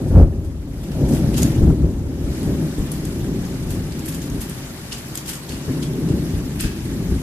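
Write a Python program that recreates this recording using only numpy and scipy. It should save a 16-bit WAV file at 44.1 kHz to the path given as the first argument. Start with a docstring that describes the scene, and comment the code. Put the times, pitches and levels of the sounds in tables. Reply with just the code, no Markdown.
"""Open ground: thunder claps and rolls while rain falls steadily all around. Shock pulses from the long
lightning channel, filtered in bands, pile up into the roll; N-waves give the thumps. Banded noise, clicks and
damped resonators make the rain; single big drops tick and splash close by. The rain bed dips for a while from
0.26 s and again from 1.75 s; the loudest claps overload the recorder."""
import sys
import numpy as np
from scipy import signal
from scipy.io import wavfile
from scipy.ndimage import uniform_filter1d

SR = 44100
rng = np.random.default_rng(int(sys.argv[2]) if len(sys.argv) > 2 else 0)


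def transcribe(signal):
    """Save signal, clipped to [-1, 1], as a 16-bit WAV file at the path in sys.argv[1]."""
    frames = np.atleast_2d(signal).T
    limited = np.clip(frames, -1, 1)
    pcm = np.round(limited * 32767).astype(np.int16)
    wavfile.write(sys.argv[1], SR, pcm)


def invert_db(level):
    """Linear amplitude ratio for a level in decibels (20 dB per decade), elementwise."""
    return 10 ** (np.asarray(level, dtype=float) / 20)


N = 318402

# rumble between the claps: t/s, body level/dB, boom level above body/dB, rasp level above body/dB
RUMBLE = [(0.0, -20, 3.5, -18.5), (0.2, -24.5, -13, -7), (0.3, -25, 4, -16.5), (0.6, -34, 7, -16.5),
          (0.88, -28, -2.5, -15.5), (1.02, -20, -1.5, -12.5), (1.5, -19, -3.5, -18), (1.78, -21, -4, -19),
          (2.0, -26.5, 3.5, -17), (2.55, -26, -6, -16.5), (3.3, -25, -2.5, -18.5), (4.3, -28, -5.5, -17),
          (4.85, -35, -2.5, -16.5), (5.55, -33.5, -14, -13.5), (5.75, -23, -12, -20.5), (6.2, -23, -8, -21),
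          (6.55, -26, -3.5, -20), (6.78, -28.5, -3.5, -23.5), (7.0, -24, -3, -19.5), (7.22, -27.5, -7, -22)]
# claps swelling out of the rumble: t/s, body level at the top/dB, boom level above body/dB,
# full width at half power/s
CLAP_SWELLS = [(0.192, -13, 8.5, 0.077), (1.046, -20, 0, 0.049), (1.13, -14.5, -7, 0.03),
               (1.26, -20.5, 1, 0.067), (1.437, -16, -2, 0.036), (1.635, -16, 4, 0.053),
               (1.699, -12, 3, 0.038), (1.842, -18, 0.5, 0.07), (2.056, -35, 8, 0.035),
               (2.28, -25, 3, 0.064), (2.493, -18, -5, 0.094), (2.623, -21, -13, 0.074),
               (2.814, -21, -6, 0.043), (3.216, -27.5, -0.5, 0.046), (3.336, -23, -22, 0.094),
               (3.754, -28, 1, 0.11), (4.166, -32, -10, 0.04), (4.352, -26, 3, 0.055),
               (5.126, -35, 1, 0.026), (5.312, -36.5, -0.5, 0.077), (5.537, -29, -0.5, 0.055),
               (5.699, -19.5, -5, 0.026), (6.12, -20, -8, 0.15), (6.372, -26, 5.5, 0.061),
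               (6.651, -20.5, 3, 0.019), (6.905, -28, -3, 0.074), (7.127, -24, 6, 0.077)]
# spectral density of the thunder, relative within each layer: f/Hz, level per hertz/dB
THUNDER_SPECTRUM = [(13, -39), (22, -3), (69, 2), (108, -2.5), (151, 2), (190, -4.5), (261, -3),
                    (385, -9.5), (459, -30.5), (568, -4), (642, -34), (808, -20), (915, -41.5),
                    (1190, -48.5), (1500, -26), (1950, -74), (3300, -120)]
# rain bed, lower for a while from 0.26 s and from 1.75 s: t/s, level/dB
RAIN_LEVEL = [(0.0, -44.5), (0.21, -42.5), (0.26, -49.5), (0.55, -50.5), (0.82, -44.5), (1.0, -40.5),
              (1.5, -36), (1.75, -44), (2.05, -47), (2.4, -38), (2.7, -39.5), (4.3, -38.5), (7.22, -39)]
# relative spectral density of the rain: f/Hz, level per hertz/dB
RAIN_SPECTRUM = [(300, -1), (800, 4), (1250, 0), (1700, 2), (2200, -0.5), (3500, -2), (6500, -3),
                 (9300, -5.5), (12000, -4.5), (13600, -8)]
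# left-right correlation of the rain: f/Hz, likeness (1 = identical)
RAIN_CORRELATION = [(400, 0.11), (1000, 0.5), (2000, -0.08), (4000, -0.38), (12000, -0.063)]
# near drops: t/s, tick peak level before the crack is added/dB, tick centre f/Hz,
# spray level above the tick/dB, spray t60/s
NEAR_DROPS = [(0.085, -36, 8900, -15, 0.22), (0.4483, -36.5, 8800, -16, 0.3),
              (0.838, -41.5, 2900, -10, 0.22), (0.9185, -34.5, 2800, -13, 0.13),
              (1.089, -31, 9510, -10.5, 0.46), (1.124, -38, 6150, -4, 0.25), (1.137, -25, 8500, -22, 0.15),
              (1.1496, -21, 10100, -16, 0.33), (1.344, -28, 2910, -10, 0.21), (1.366, -25, 6510, -23, 0.22),
              (1.372, -25, 6680, -16, 0.25), (1.3805, -16, 6900, -13, 0.24), (1.4218, -19, 6690, -14, 0.16),
              (1.431, -8.5, 6550, -25, 0.29), (1.4594, -30, 6570, -22, 0.24),
              (2.4303, -25, 9300, -22, 0.62), (2.918, -16.5, 9900, -24, 0.56),
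              (3.053, -22, 8450, -22, 0.33), (3.4513, -27, 6800, -21, 0.6), (3.706, -22, 9200, -16.5, 0.42),
              (3.923, -29, 4800, -18, 0.22), (3.9938, -24, 7350, -22, 0.24),
              (4.0603, -29.5, 11400, -6, 0.1), (4.0857, -17.5, 10700, -15.5, 0.2),
              (4.1238, -28.5, 6960, -12, 0.25), (4.147, -22, 7050, -20, 0.26),
              (4.1524, -27, 10700, -20, 0.56), (4.2186, -29, 6800, -11.5, 0.37),
              (4.3, -27, 6390, -25, 0.17), (4.408, -30, 11500, -11, 0.17), (4.416, -17.5, 11700, -16, 0.21),
              (4.497, -19, 9300, -22, 0.33), (4.9221, -21.5, 2950, -13.5, 0.27),
              (4.928, -17.5, 5000, -21, 0.37), (4.982, -29, 7260, -14.5, 0.22),
              (5.0838, -30, 13200, -21, 0.22), (5.1548, -14, 8100, -22, 0.12),
              (5.1751, -14, 7020, -23, 0.33), (5.2611, -31.5, 7220, -8, 0.26),
              (5.2811, -22.5, 7150, -11.5, 0.25), (5.289, -27, 3000, -12, 0.2),
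              (5.294, -20, 9100, -10.5, 0.21), (5.3342, -24.5, 8100, -11.5, 0.34),
              (5.3546, -23.5, 6860, -20, 0.15), (5.493, -32.5, 4400, -6.5, 0.32),
              (5.5208, -27.5, 2920, -14.5, 0.61), (5.8293, -29.5, 3340, -6, 0.19),
              (6.089, -36, 2820, -7.5, 0.25), (6.601, -25.5, 2620, -6.5, 0.6),
              (6.608, -11, 9800, -22.5, 0.27), (6.6402, -26, 1640, -11.5, 0.46)]
# resonances of the wet surface under the spray: f/Hz, bandwidth/Hz, level/dB
SURFACE_MODES = [(1530, 570, -1), (2630, 480, 6.5), (3210, 400, 1.5), (5070, 170, 0.5)]
# N-waves standing out of the roll: t/s, peak level before dulling/dB, f/Hz (one over the duration)
N_WAVES = [(0.153, -3, 66), (0.188, -6.5, 85.6), (0.202, -4.5, 88), (0.774, -26, 147), (1.038, -16, 64),
           (1.213, -32, 83.4), (1.416, -7, 137), (1.438, -35, 167), (1.583, -7.5, 129), (1.622, 0, 67.4),
           (1.678, -3.5, 144), (1.701, -3.5, 136), (1.723, -8, 165), (1.831, -7, 81.3), (1.845, -6.5, 64.4),
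           (2.208, -18, 167), (2.448, -16, 230), (2.6, -24, 173), (2.783, -8.5, 50), (5.497, -16.5, 228),
           (5.678, -14, 142), (5.701, -26, 139), (6.08, -13.5, 246), (6.104, -10, 135), (6.142, -6, 180),
           (6.337, -16, 75), (6.63, -18, 121), (7.119, -13, 101)]


def rms_one(x):
    """Normalization: scales a signal to unit root mean square."""
    return x / np.sqrt(np.mean(x ** 2) + 1e-20)


def in_time(rows):
    """Linear interpolation: each column of a table becomes a curve over time."""
    s, *columns = np.transpose(rows)
    return [np.interp(np.arange(N) / SR, s, c) for c in columns]


def at_hz(points, hz):
    """Interpolation on a logarithmic frequency axis."""
    f, value = np.transpose(points)
    return np.interp(np.log(hz), np.log(f), value)


def band(x, low, high):
    """Band-pass filtering: a Butterworth response between two frequencies in Hz."""
    return signal.sosfilt(signal.butter(2, [low, high], "band", fs=SR, output="sos"), x)


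def balance(left_db):
    """Level difference: gains that make the left channel louder than the right by left_db."""
    return invert_db([[left_db / 2], [-left_db / 2]])


def clicks(per_s, spread_db, channels):
    """Random impulse process: clicks of either sign, a few of them much stronger; rms 1."""
    strength_db = spread_db * np.minimum(rng.exponential(1, (channels, N)), 4)
    sizes = invert_db(strength_db) * rng.choice([-1, 1], (channels, N))
    present = rng.random((channels, N)) < per_s / SR
    return rms_one(sizes * present + 1e-18)


def pair(mid, side, alike):
    """Interchannel correlation: mid and side are weighted to give left and right a stated likeness."""
    return np.sqrt(1 + alike) * mid + np.sqrt(1 - alike) * side * [[1], [-1]]


def roll_levels():
    """Addition of powers: each clap's bell-shaped swell joins the rumble in boom, body, rasp and edge."""
    clap_rasp_db = -3   # claps are a little less raspy than the rumble
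    edge_db = -36   # the crackling edge above the rasp rides on the boom
    body_db, boom_db, rasp_db = in_time(RUMBLE)
    body, boom = invert_db(2 * body_db), invert_db(2 * (body_db + boom_db))
    swell, deep_swell = 0, 0
    for s, top_db, deep_db, length in CLAP_SWELLS:
        bell = invert_db(2 * top_db) * .5 ** ((2 * (np.arange(N) / SR - s) / length) ** 2)
        swell = swell + bell
        deep_swell = deep_swell + invert_db(2 * deep_db) * bell
    boom_power = boom + deep_swell
    rasp_power = invert_db(2 * rasp_db) * (body + invert_db(2 * clap_rasp_db) * swell)
    return np.sqrt([boom_power, body + swell, rasp_power, invert_db(2 * edge_db) * boom_power])


def evened(x, seconds, share):
    """Envelope compression: part of the chance swells is taken out, so that the surges keep their shape."""
    power = uniform_filter1d(np.mean(x ** 2, axis=0), round(seconds * SR)) + 1e-12
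    return rms_one(x / power ** (share / 2))


def thunder():
    """Superposition of shocks from the channel's bends, nearly alike at both ears, coloured by long air paths."""
    shocks = clicks(per_s=500, spread_db=2, channels=2)
    edges = 21 * 2 ** np.arange(0, 6.2, 1 / 4)   # quarter-octave bands
    layers = np.zeros((4, 2, N))   # boom, body, rasp, edge
    for k, (low, high) in enumerate(zip(edges, edges[1:])):
        hz = np.sqrt(low * high)
        # neighbouring bands come by different paths
        scattered = np.roll(shocks, (k % 2) * N // 2, axis=1)
        mid, side = band(scattered, low, high)
        layer = int(hz > 120) + int(hz > 450) + int(hz > 880)
        layers[layer] += invert_db(at_hz(THUNDER_SPECTRUM, hz)) * pair(mid, side, 0.98)
    roll = 0
    for gain, layer in zip(roll_levels(), layers):
        roll = roll + gain * evened(layer, seconds=0.0335, share=0.35)
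    roll[0] = np.roll(roll[0], 4)   # samples; the right port lies a little nearer to the storm
    return roll * balance(left_db=1.4)


def drift(rate):
    """Low-pass filtered noise: slow chance through two one-pole stages with corners at rate/Hz; spread 1."""
    r = np.exp(-80 * np.pi * rate / SR)   # one coarse step is 40 samples
    coarse = rng.standard_normal(N // 40 + 2002)
    slow = signal.lfilter([1], [1, -2 * r, r * r], coarse)[2000:]   # run-in discarded
    return np.interp(np.arange(N) / 40, np.arange(len(slow)), rms_one(slow))


def plinks(per_s, cycles):
    """Damped resonance: drops in puddles ring down 60 dB in a few cycles at scattered middle pitches; rms 1."""
    out = 0
    for hz in np.geomspace(1300, 2200, 8):
        r, w = invert_db(-60 * hz / (cycles * SR)), 2 * np.pi * hz / SR
        impacts = clicks(per_s / 8, 6.2, channels=2)
        out = out + signal.lfilter([0, np.sin(w)], [1, -2 * r * np.cos(w), r * r], impacts)
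    return rms_one(out)


def rain(patchy_db, patter_db):
    """Incoherent summation: far drops merge into hiss, while nearer ones patter and plink on top."""
    patter = invert_db(patter_db) * clicks(900, 7.8, channels=2)
    source = rng.standard_normal((2, 2, N)) + patter
    together, bed = drift(2.3), 0
    edges = 300 * 2 ** np.arange(0, 5.8, 1 / 3)   # third-octave bands
    for k, (low, high) in enumerate(zip(edges, edges[1:])):
        hz = np.sqrt(low * high)
        mid, side = band(source[k % 2], low, high)
        flutter_db = patchy_db * (together + 2.8 * drift(36))   # shared and separate level changes
        gain = invert_db(at_hz(RAIN_SPECTRUM, hz) + flutter_db)
        bed = bed + gain * pair(mid, side, at_hz(RAIN_CORRELATION, hz))
    mixed = rms_one(bed) + invert_db(-18.5) * plinks(per_s=150, cycles=18)
    return invert_db(in_time(RAIN_LEVEL)[0]) * mixed * balance(left_db=1)


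def resonant(x):
    """Modal filtering: the wet surface lends the duller spray its few broad resonances."""
    out = invert_db(-3) * band(x, 1130, 5300)
    for k, (hz, width, level_db) in enumerate(SURFACE_MODES):
        r = np.exp(-np.pi * width / SR)
        top = (1 - r * r) / 2 * invert_db(level_db) * (-1) ** k   # alternate modes in opposite phase
        poles = [1, -2 * r * np.cos(2 * np.pi * hz / SR), r * r]
        out = out + signal.lfilter([top, 0, -top], poles, x)
    return rms_one(out)


def drop_tick(blow, t, hz, lead_s, tick_t60_s, width):
    """Impact excitation: a short noise burst near the drop's pitch, a slap around it and a bare click."""
    shape = np.exp(np.minimum(t, 0) / lead_s) * invert_db(-60 * np.maximum(t, 0) / tick_t60_s)
    tick = band(blow * shape, hz / width, min(hz * width, 16000))
    tick += invert_db(-5.5) * band(blow[::-1] * shape ** 2, hz / 1.02, min(hz * 1.76, 16000))   # slap
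    tick /= np.max(np.abs(tick))
    crack = band((t == 0) + 1e-18, hz / 2.4, min(hz * 1.6, 16000))
    return tick + crack / np.max(np.abs(crack))   # equal peaks


def spray_hiss(low, high, after, hz):
    """Granular noise: dull resonant and fine bright spray, part of which rings on at the tick's pitch."""
    octaves = np.log2(hz / 6000)
    bright_db = 6 + octaves   # fine over dull; higher ticks throw finer spray
    linger_db = -6 - 1.5 * octaves   # low ticks linger most
    fine_hz = max(hz, 5000)
    fine = rms_one(band(high, fine_hz / 1.87, min(fine_hz * 2.0, 15000)))
    fine = fine * invert_db(-70 * after)   # the finest spray settles first
    linger = rms_one(band(low[::-1], hz / 1.035, hz * 1.035))
    return invert_db(-bright_db / 2) * resonant(low) + invert_db(bright_db / 2) * fine + invert_db(linger_db) * linger


def drops(lead_s, tick_t60_s, width, swell_s, fallback_s, fallback_db):
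    """Impact and delayed return: a big drop ticks amid spray, and thrown-up droplets land a moment later."""
    out, size, lead = np.zeros((2, N + SR)), SR // 2, SR // 20
    t = (np.arange(size) - lead) / SR
    after = np.maximum(t, 0)
    fallback = invert_db(fallback_db) * np.exp(-((t - fallback_s) / 0.0097) ** 2)
    count = len(NEAR_DROPS)
    grain_db = 5.5 * rng.standard_normal((count, 3, 1, size))   # uneven grain strengths
    grains = rng.standard_normal((count, 3, 2, size)) * invert_db(grain_db)
    for (s, peak_db, hz, spray_db, t60), (blow, low, high) in zip(NEAR_DROPS, grains):
        tick = drop_tick(blow, t, hz, lead_s, tick_t60_s, width)
        # the first droplets land ahead of the blow
        spread = np.exp(np.minimum(t, 0) / swell_s) * invert_db(-60 * after / t60)
        splash = invert_db(spray_db) * (spread + fallback) * spray_hiss(low, high, after, hz)
        at = round(s * SR) - lead
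        out[:, at:at + size] += invert_db(peak_db) * (tick + splash)
    return out[:, :N] * balance(left_db=0.9)


def thumps(edge_hz):
    """N-wave: a near-broadside stretch of the channel arrives as one pressure pulse, its edges dulled by air."""
    out = np.zeros(N + SR)
    for s, peak_db, hz in N_WAVES:
        size = round(SR / hz)
        at = round(s * SR)
        out[at:at + size] += invert_db(peak_db) * np.linspace(1, -1, size)
    low_pass = signal.butter(4, edge_hz, fs=SR, output="sos")
    dulled = signal.sosfilt(low_pass, out[:N] + 1e-18)
    return dulled * balance(left_db=1.4)


def scene():
    """Linear superposition of thunder, rain bed, near drops and thumps."""
    roll = thunder()
    bed = rain(patchy_db=0.59, patter_db=-7)
    near = drops(lead_s=0.00047, tick_t60_s=0.019, width=1.09,
                 swell_s=0.0063, fallback_s=0.0426, fallback_db=-22)
    return roll + bed + near + thumps(edge_hz=400)


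def top_cut(x):
    """Nothing passes above the cut-off."""
    return signal.sosfilt(signal.butter(12, 15470, fs=SR, output="sos"), x)


def record(dry):
    """Band limiting and overload: the microphone drops the deepest bass, peaks are cut flat, the top is cut off."""
    picked = []
    for hz, port in zip((37, 39.6), dry):   # the two ports lose the deepest bass unequally
        picked.append(signal.sosfilt(signal.butter(2, hz, "high", fs=SR, output="sos"), port))
    flat = np.clip(picked, -.96, .96)
    low_pass = signal.ellip(10, .3, 46, 14250, fs=SR, output="sos")   # ripple/dB, rejection/dB, f/Hz
    return top_cut(signal.sosfilt(low_pass, flat))


dry = scene()
out = record(dry)
transcribe(out)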